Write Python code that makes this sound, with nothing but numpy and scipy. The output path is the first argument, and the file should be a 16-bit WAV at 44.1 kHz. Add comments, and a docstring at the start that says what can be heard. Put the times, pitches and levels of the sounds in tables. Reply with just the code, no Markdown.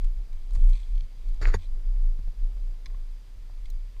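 """Taking hold of a parked dirt bike

Heard outdoors from a body-worn camera, wind and movement make a deep, wobbling rumble.
Steps crackle in dry litter. Small parts creak and tick as the bike takes the weight.
Sliding parts stick and slip in a short gritty scrape, which ends in a hollow plastic clunk
and a brief buzz. Then the handlebar clicks and knocks softly, and a lever snaps."""
import sys
import numpy as np
from scipy import signal
from scipy.fft import rfft, irfft
from scipy.io import wavfile
from scipy.ndimage import uniform_filter1d

SR = 44100
rng = np.random.default_rng(int(sys.argv[2]) if len(sys.argv) > 2 else 0)


def inscribe(sig):
    """Save sig as 16-bit PCM at rate SR to the path in sys.argv[1].

    A 1-D sig is mono; a 2-D sig holds one channel per row.
    Samples are clipped to [-1, 1] before scaling.
    """
    pcm = np.round(np.clip(np.atleast_2d(sig).T, -1, 1) * 32767)
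    wavfile.write(sys.argv[1], SR, pcm.astype(np.int16))


N = 176400

# how the deep rumble swells and sinks: t/s, level/dB
RUMBLE_LEVELS = [(0.0, -30.5), (0.06, -15.5), (0.13, -27), (0.18, -22.5), (0.28, -35), (0.35, -24.5),
                 (0.4, -29.5), (0.5, -28), (0.54, -13.5), (0.58, -21.5), (0.65, -11), (0.76, -22),
                 (0.84, -34.5), (0.93, -19), (1.13, -38), (1.33, -21.5), (1.42, -30), (1.49, -15.5),
                 (1.64, -34.5), (1.73, -15), (1.82, -29), (1.87, -22), (2.08, -20.5), (2.21, -28.5),
                 (2.28, -19.5), (2.335, -35), (2.44, -15), (2.5, -26.5), (2.66, -27.5), (2.8, -38),
                 (2.88, -30), (3.02, -29.5), (3.27, -42.5), (3.41, -33), (3.49, -39.5), (3.75, -25.5),
                 (3.93, -40), (4.0, -29)]
# tone colour (how strong each pitch is) of the outdoor hush: f/Hz, level/dB
AIR_COLOUR = [(35, -6.5), (60, -0.5), (85, -2), (144, -17.5), (250, -23), (408, -25), (762, -30),
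              (1150, -30.5), (1450, -32.5), (2200, -32), (2710, -34), (4500, -35), (5400, -36.5),
              (9000, -42.5), (15000, -46)]
# faint bands of hiss: f/Hz, width/Hz, level/dB
HISS_BANDS = [(4790, 160, -81.5), (13800, 280, -91.5)]
# gusts on the microphone: t/s, level/dB
WIND_LEVELS = [(0, -62), (.33, -64.5), (.42, -70), (.55, -55.5), (.68, -57.5), (.78, -65), (1.15, -69),
               (1.35, -61.5), (1.65, -64), (1.9, -59.5), (2.15, -61.5), (2.33, -68.5), (2.42, -62),
               (2.58, -61.5), (2.8, -64.5), (2.95, -60), (3.2, -77), (3.7, -64.5), (3.9, -82)]
# their colour: f/Hz, level/dB
WIND_COLOUR = [(40, -13.5), (75, 1.5), (150, -11), (250, -13.5), (400, -13.5), (800, -21), (2000, -39),
               (6000, -64)]
# rustle of rubbing parts: t/s, level/dB
RUSTLE_LEVELS = [(0, -67), (.12, -76.5), (.48, -72), (.66, -66), (.72, -64), (.77, -59.5), (.86, -68),
                 (1.1, -73.5), (1.31, -69), (1.58, -70), (1.63, -60.5), (1.7, -79), (4, -75)]
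# colour of the parts that rub and creak: f/Hz, level/dB
CREAK_COLOUR = [(700, -34), (1060, 0.5), (1400, -33), (1850, -13), (2150, -1), (2420, 0), (2800, -12),
                (3280, 0), (3650, -5), (4000, -5), (4450, -5), (5050, -16), (6300, -11), (7200, -21),
                (7900, -12.5), (10000, -23), (15000, -44)]
# crackles underfoot: t/s, level/dB, treble/dB, t60/s (the time to fade by 60 dB)
CRACKLES = [(0.044, -45.5, -4, 0.028), (.329, -50.5, -5, 0.025), (0.5085, -45, -4, 0.014),
            (.535, -46.5, 10, .015), (.549, -45.5, 6, 0.03), (0.554, -42.5, -9, 0.046),
            (0.697, -46, 6, .025), (1.286, -52, -1, 0.036), (1.345, -52, 5, .015)]
# colour of the dry litter: f/Hz, level/dB
LITTER_COLOUR = [(500, -20), (1100, 4), (1500, -10), (2200, -1), (3000, -12), (4400, 0), (5200, -9),
                 (6600, -4.5), (9500, -12.5), (11500, -20), (15000, -17)]
# soft pushes of a moving body: t/s, strength/dB, length/s
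THUMPS = [(0.334, -33.5, 0.005), (0.536, -25, 0.0066), (0.563, -17.5, 0.0071), (0.954, -34.5, 0.0036),
          (1.018, -30.5, 0.0053), (1.412, -22.5, 0.0043), (1.469, -21, 0.0049), (1.545, -17.5, 0.0029),
          (2.191, -35.5, 0.00087), (2.278, -35, 0.0036), (2.879, -44.5, 0.0021), (2.944, -42.5, .003),
          (3.359, -41.5, 0.0028)]
# their modes (the tones a thing rings with): f/Hz, level/dB, t60/s
THUMP_MODES = [(79.8, 2.5, 0.2), (116, -4, 0.12), (169, -3, 0.115)]
# little creaks: t/s, level/dB, t60/s
CREAKS = [(0.73, -45.5, 0.03), (0.753, -50, 0.05), (1.645, -53, 0.023), (3.656, -45, 0.034)]
# tiny squeaks: t/s, level/dB, f/Hz
SQUEAKS = [(0.7335, -48.5, 3970), (.741, -49.5, 2400), (.752, -50, 2400), (.7545, -51, 4370),
           (.777, -54, 2380), (0.8322, -49, 3370), (1.623, -53.5, 3500), (1.656, -53.5, 3980)]
# taps between small parts: t/s, level/dB
TICKS = [(.7335, -51), (.9562, -46), (.9794, -44.5), (1.008, -39.5)]
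# modes of those parts: f/Hz, level/dB, t60/s
TICK_MODES = [(2320, -6, 0.017), (3260, 0, 0.01), (4350, -1.5, 0.0082), (6240, -9.5, 0.0064)]
# force of the scrape: t/s, level/dB
SCRAPE_LEVELS = [(1.412, -63), (1.416, -43.5), (1.427, -38.5), (1.447, -45), (1.458, -41), (1.467, -42),
                 (1.477, -40.5), (1.498, -43.5), (1.51, -49.5), (1.538, -47), (1.56, -46.5), (1.572, -81)]
# its colour: f/Hz, level/dB
SCRAPE_COLOUR = [(100, -15), (280, 2), (420, 5), (600, -4), (800, -1.5), (1000, -4), (1300, 2.5), (1900, 3),
                 (2550, -5), (3100, -18), (3900, -12), (4600, -6), (5100, -16), (5550, -13), (6100, -25),
                 (6900, -12.5), (8300, -33), (9500, -29), (12000, -35), (15000, -42)]
# sudden catches of the sliding parts: t/s, level/dB, f/Hz, decay/s
CATCHES = [(1.4143, -33.5, 516, 0.00043), (1.4273, -42, 1740, .0002), (1.4547, -18.5, 1990, 0.00025),
           (1.4555, -30, 975, 0.00026), (1.458, -31, 2180, 0.0003), (1.475, -30.5, 475, 0.00028),
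           (1.4897, -30, 1400, 0.00024), (1.5405, -20.5, 1700, 0.00026)]
# the blow on the plastic shell: t/s, level/dB
SHELL_BLOWS = [(1.5431, -19.5)]
# modes of the hollow shell: f/Hz, level/dB, t60/s
SHELL_MODES = [(366, -1.5, 0.028), (437, 11, 0.032), (773, -2.5, 0.035), (895, 2, 0.039),
               (1116, -2.5, 0.039), (1588, -13, 0.065), (1780, -8, 0.033), (1910, -8.5, 0.055)]
# bands where loose parts buzz: f/Hz, width/Hz, level/dB
BUZZ_BANDS = [(3600, 340, -7), (4630, 300, -2.5), (5600, 410, -10), (6710, 430, -1.5), (9480, 450, -13),
              (10700, 1500, -17), (14000, 900, -24)]
# clicks of handlebar fittings: t/s, level/dB, treble tilt/(dB per octave)
CLICKS = [(1.961, -53.5, -8), (2.859, -38, -0.5), (2.9, -53, -9), (2.944, -45.5, -11), (3.701, -39, 13),
          (3.965, -50, -7)]
# colour of the fittings: f/Hz, level/dB
FITTING_COLOUR = [(500, -18), (750, -26), (1070, 5.5), (1400, -18), (1750, 1), (2200, 4), (2700, 0.5),
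                  (3150, -5), (3500, -3), (4080, 6), (4550, -9), (5080, -6), (5550, -11), (6000, -4),
                  (7300, -15), (9600, -19.5), (10400, -30), (11800, -26), (15000, -24.5)]
# dull handlebar knocks: t/s, level/dB
KNOCKS = [(2.19, -45), (2.277, -44.5), (2.567, -48), (3.497, -47)]
# their colour: f/Hz, level/dB
KNOCK_COLOUR = [(80, 6), (180, 4), (400, 3), (700, 2), (1100, -1), (1800, -13), (3000, -21), (12000, -31)]
# the lever's snap and bounce: t/s, level/dB
LEVER_BLOWS = [(2.859, -35.5), (2.8644, -42)]
# modes of the lever: f/Hz, level/dB, t60/s
LEVER_MODES = [(1096, -18, .03), (1680, -13.5, 0.02), (2020, -6, 0.015), (2270, -4, 0.019),
               (3500, -4, 0.017), (4100, -1, 0.014), (4800, -5, .015), (5130, -2, 0.015), (6140, -6, 0.014),
               (10600, -16, .012)]


def undb(db):
    return 10 ** (np.asarray(db) / 20)


def unit(x):
    return x / np.sqrt(np.mean(x ** 2))


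def clock():
    return np.arange(N) / SR


def freqs():
    return np.maximum(np.arange(N // 2 + 1) * SR / N, 1)


def curve(rows):
    """A volume curve through (t/s, level/dB) points."""
    times, db = np.array(rows).T
    return undb(np.interp(clock(), times, db))


def colour(x, points, extra_db=0):
    """Filter a sound through (f/Hz, level/dB) points."""
    hz, db = np.array(points).T
    shape_db = np.interp(np.log(freqs()), np.log(hz), db) + extra_db
    cepstrum = irfft(np.log(undb(shape_db)), N)
    # folding this in half makes the filter ring after a hit, not before it
    cepstrum[1:N // 2] *= 2
    cepstrum[N // 2 + 1:] = 0
    return irfft(rfft(x) * np.exp(rfft(cepstrum)), N)


def band(hz, width):
    """Noise gathered around one pitch."""
    return unit(irfft(rfft(rng.standard_normal(N)) / (1 + ((freqs() - hz) / width * 2) ** 2), N))


def wander(rate_hz):
    """A smooth random drift, about 1 in size."""
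    return unit(irfft(rfft(rng.standard_normal(N)) / (1 + (freqs() / rate_hz) ** 4), N))


def grit(per_s, spread_db):
    """Many tiny slips of uneven size."""
    slips = (rng.random(N) < per_s / SR) * rng.choice([-1, 1], N)
    return slips * undb(spread_db * np.minimum(rng.exponential(size=N), 4))


def fade(start, t60):
    """Jump to 1 at the start, then die away."""
    age = clock() - start
    return (age >= 0) * undb(-60 * np.clip(age / t60, 0, 4))


def strike(blows, modes, mode_gain=1):
    """Each blow rings the modes. Mode k is scaled by mode_gain ** k; a minus flips every other one."""
    t = np.arange(SR // 2) / SR
    ring = sum(mode_gain ** k * undb(db - 60 * t / t60) * np.sin(2 * np.pi * hz * t)
               for k, (hz, db, t60) in enumerate(modes))
    hits = np.zeros(N)
    for start, db in blows:
        hits[int(start * SR)] += undb(db)
    return signal.fftconvolve(hits, ring / np.abs(ring).max())[:N]


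def burst(start, db, t60, points, extra_db=0):
    """A short crack of coloured noise that peaks near db."""
    shape = fade(start, t60)
    crack = colour(shape * rng.standard_normal(N), points, extra_db)
    return crack * undb(db) * np.sqrt(np.sum(shape ** 2) / np.sum(crack ** 2)) / 2


def rumble():
    """Wind and movement make a very deep wobble."""
    noise = signal.hilbert(band(hz=29.77, width=10.7))
    wobble = unit(noise.real / (np.abs(noise) + 0.3) ** 0.61)  # partly evens out the swells
    level = uniform_filter1d(curve(RUMBLE_LEVELS), size=900) * undb(0.5)
    return signal.sosfiltfilt(signal.butter(4, 44.7, 'lowpass', fs=SR, output='sos'), wobble * level)


def air():
    """A steady outdoor hush with a faint, thin whine and hiss."""
    low_cut_hz, whine_hz, drift_hz = 66, 4796, 16
    low_cut_db = -10 * np.log10(1 + (low_cut_hz / freqs()) ** 8)
    hush = unit(colour(rng.standard_normal(N), AIR_COLOUR, low_cut_db)) * undb(-57.5)
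    pitch = whine_hz + drift_hz * wander(rate_hz=20.2)
    whine = undb(-79) * np.sin(2 * np.pi * np.cumsum(pitch) / SR)
    hiss = sum(undb(db) * band(hz, width) for hz, width, db in HISS_BANDS)
    return hush + whine + hiss


def wind():
    """Light gusts flutter on the microphone."""
    noise = unit(colour(rng.standard_normal(N), WIND_COLOUR))
    return noise * curve(WIND_LEVELS) * undb(1.9 * wander(rate_hz=14))


def rustle():
    """Parts rub, and their tiny slips blur into a fine rustle."""
    return unit(colour(grit(per_s=2500, spread_db=3.5), CREAK_COLOUR)) * curve(RUSTLE_LEVELS)


def steps():
    """Dry litter crackles underfoot, and cloth swishes once."""
    treble_hz, swish_s, swish_width_s = 5500, 0.68, 0.12
    treble = 1 / (1 + (treble_hz / freqs()) ** 6)
    crackles = sum(burst(start, db, t60, LITTER_COLOUR, treble_db * treble)
                   for start, db, treble_db, t60 in CRACKLES)
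    swell = np.exp(-0.5 * ((clock() - swish_s) / swish_width_s) ** 2)
    swish = band(hz=8000, width=3500) * undb(-70.5) * swell
    return crackles + swish


def thumps():
    """Body movements give soft pushes that ring a few low tones."""
    pushes = np.zeros(N)
    for start, db, length in THUMPS:
        push = np.exp(-(2 * (clock() - start - length) / length) ** 2)
        pushes += undb(db) * push / push.sum()
    return signal.fftconvolve(pushes, strike([(0, 0)], THUMP_MODES))[:N]


def creaks():
    """Parts slip under the weight and creak; some slips ring just one tone and squeak."""
    squeak_t60 = 0.023
    squeaks = sum(strike([(start, db)], [(hz, 0, squeak_t60)]) for start, db, hz in SQUEAKS)
    return squeaks + sum(burst(start, db, t60, CREAK_COLOUR) for start, db, t60 in CREAKS)


def ticks():
    """Small parts tap and ring crisply as the bike shifts."""
    return strike(TICKS, TICK_MODES, mode_gain=-1.06)


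def scrape():
    """Sliding parts stick and slip in a gritty rattle, brightest as it starts."""
    start, end = SCRAPE_LEVELS[0][0], SCRAPE_LEVELS[-1][0]
    slips = grit(per_s=2400, spread_db=1) * undb(1.5 * wander(rate_hz=161))
    rasp = unit(colour(slips, SCRAPE_COLOUR)) * curve(SCRAPE_LEVELS)
    treble = signal.sosfilt(signal.butter(2, 3500, 'highpass', fs=SR, output='sos'), rasp)
    rasp += treble * undb(3) * fade(start, t60=0.1)
    return rasp * (clock() > start) * (clock() < end)


def catches():
    """The sliding parts catch, each time with a very short jolt."""
    jolts = np.zeros(N)
    for start, db, hz, decay in CATCHES:
        age = np.maximum(clock() - start, 0)
        rise = np.minimum(age / decay / 2, 20)
        shape = (rise * np.exp(1 - rise)) ** 2
        jolts -= undb(db) * shape * np.sin(2 * np.pi * hz * age)
    return jolts


def clunk():
    """A blow rings the hollow plastic shell, and loose parts buzz for a moment."""
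    start, rise_s, hold_s, t60 = 1.539, 0.0012, 0.013, 0.035
    age = clock() - start
    shape = np.clip(age / rise_s, 0, 1) * undb(-60 * np.clip((age - hold_s) / t60, 0, 10))
    buzz = sum(undb(db) * band(hz, width) for hz, width, db in BUZZ_BANDS)
    return strike(SHELL_BLOWS, SHELL_MODES, mode_gain=-1.05) + undb(-45.5) * shape * buzz


def handlebar():
    """Fittings on the handlebar give dry clicks and dull knocks."""
    click_t60, knock_t60 = 0.026, 0.046
    octaves = np.log2(np.maximum(freqs() / FITTING_COLOUR[0][0], 1))
    clicks = sum(burst(start, db, click_t60, FITTING_COLOUR, tilt * octaves)
                 for start, db, tilt in CLICKS)
    knocks = sum(burst(start, db, knock_t60, KNOCK_COLOUR) for start, db in KNOCKS)
    return clicks + knocks


def lever():
    """The lever snaps and bounces once, ringing both times."""
    return strike(LEVER_BLOWS, LEVER_MODES, mode_gain=-0.95)


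def scene():
    """Add all the sounds into one channel."""
    around = rumble() + air() + wind() + steps() + thumps()
    bike = rustle() + creaks() + ticks() + scrape() + catches() + clunk() + handlebar() + lever()
    return (around + bike)[None, :]


def record(dry):
    """The camera cuts off the highest treble."""
    top_hz = 15200
    return signal.sosfilt(signal.ellip(10, 0.2, 70, top_hz, fs=SR, output='sos'), dry)


dry = scene()
out = record(dry)
inscribe(out)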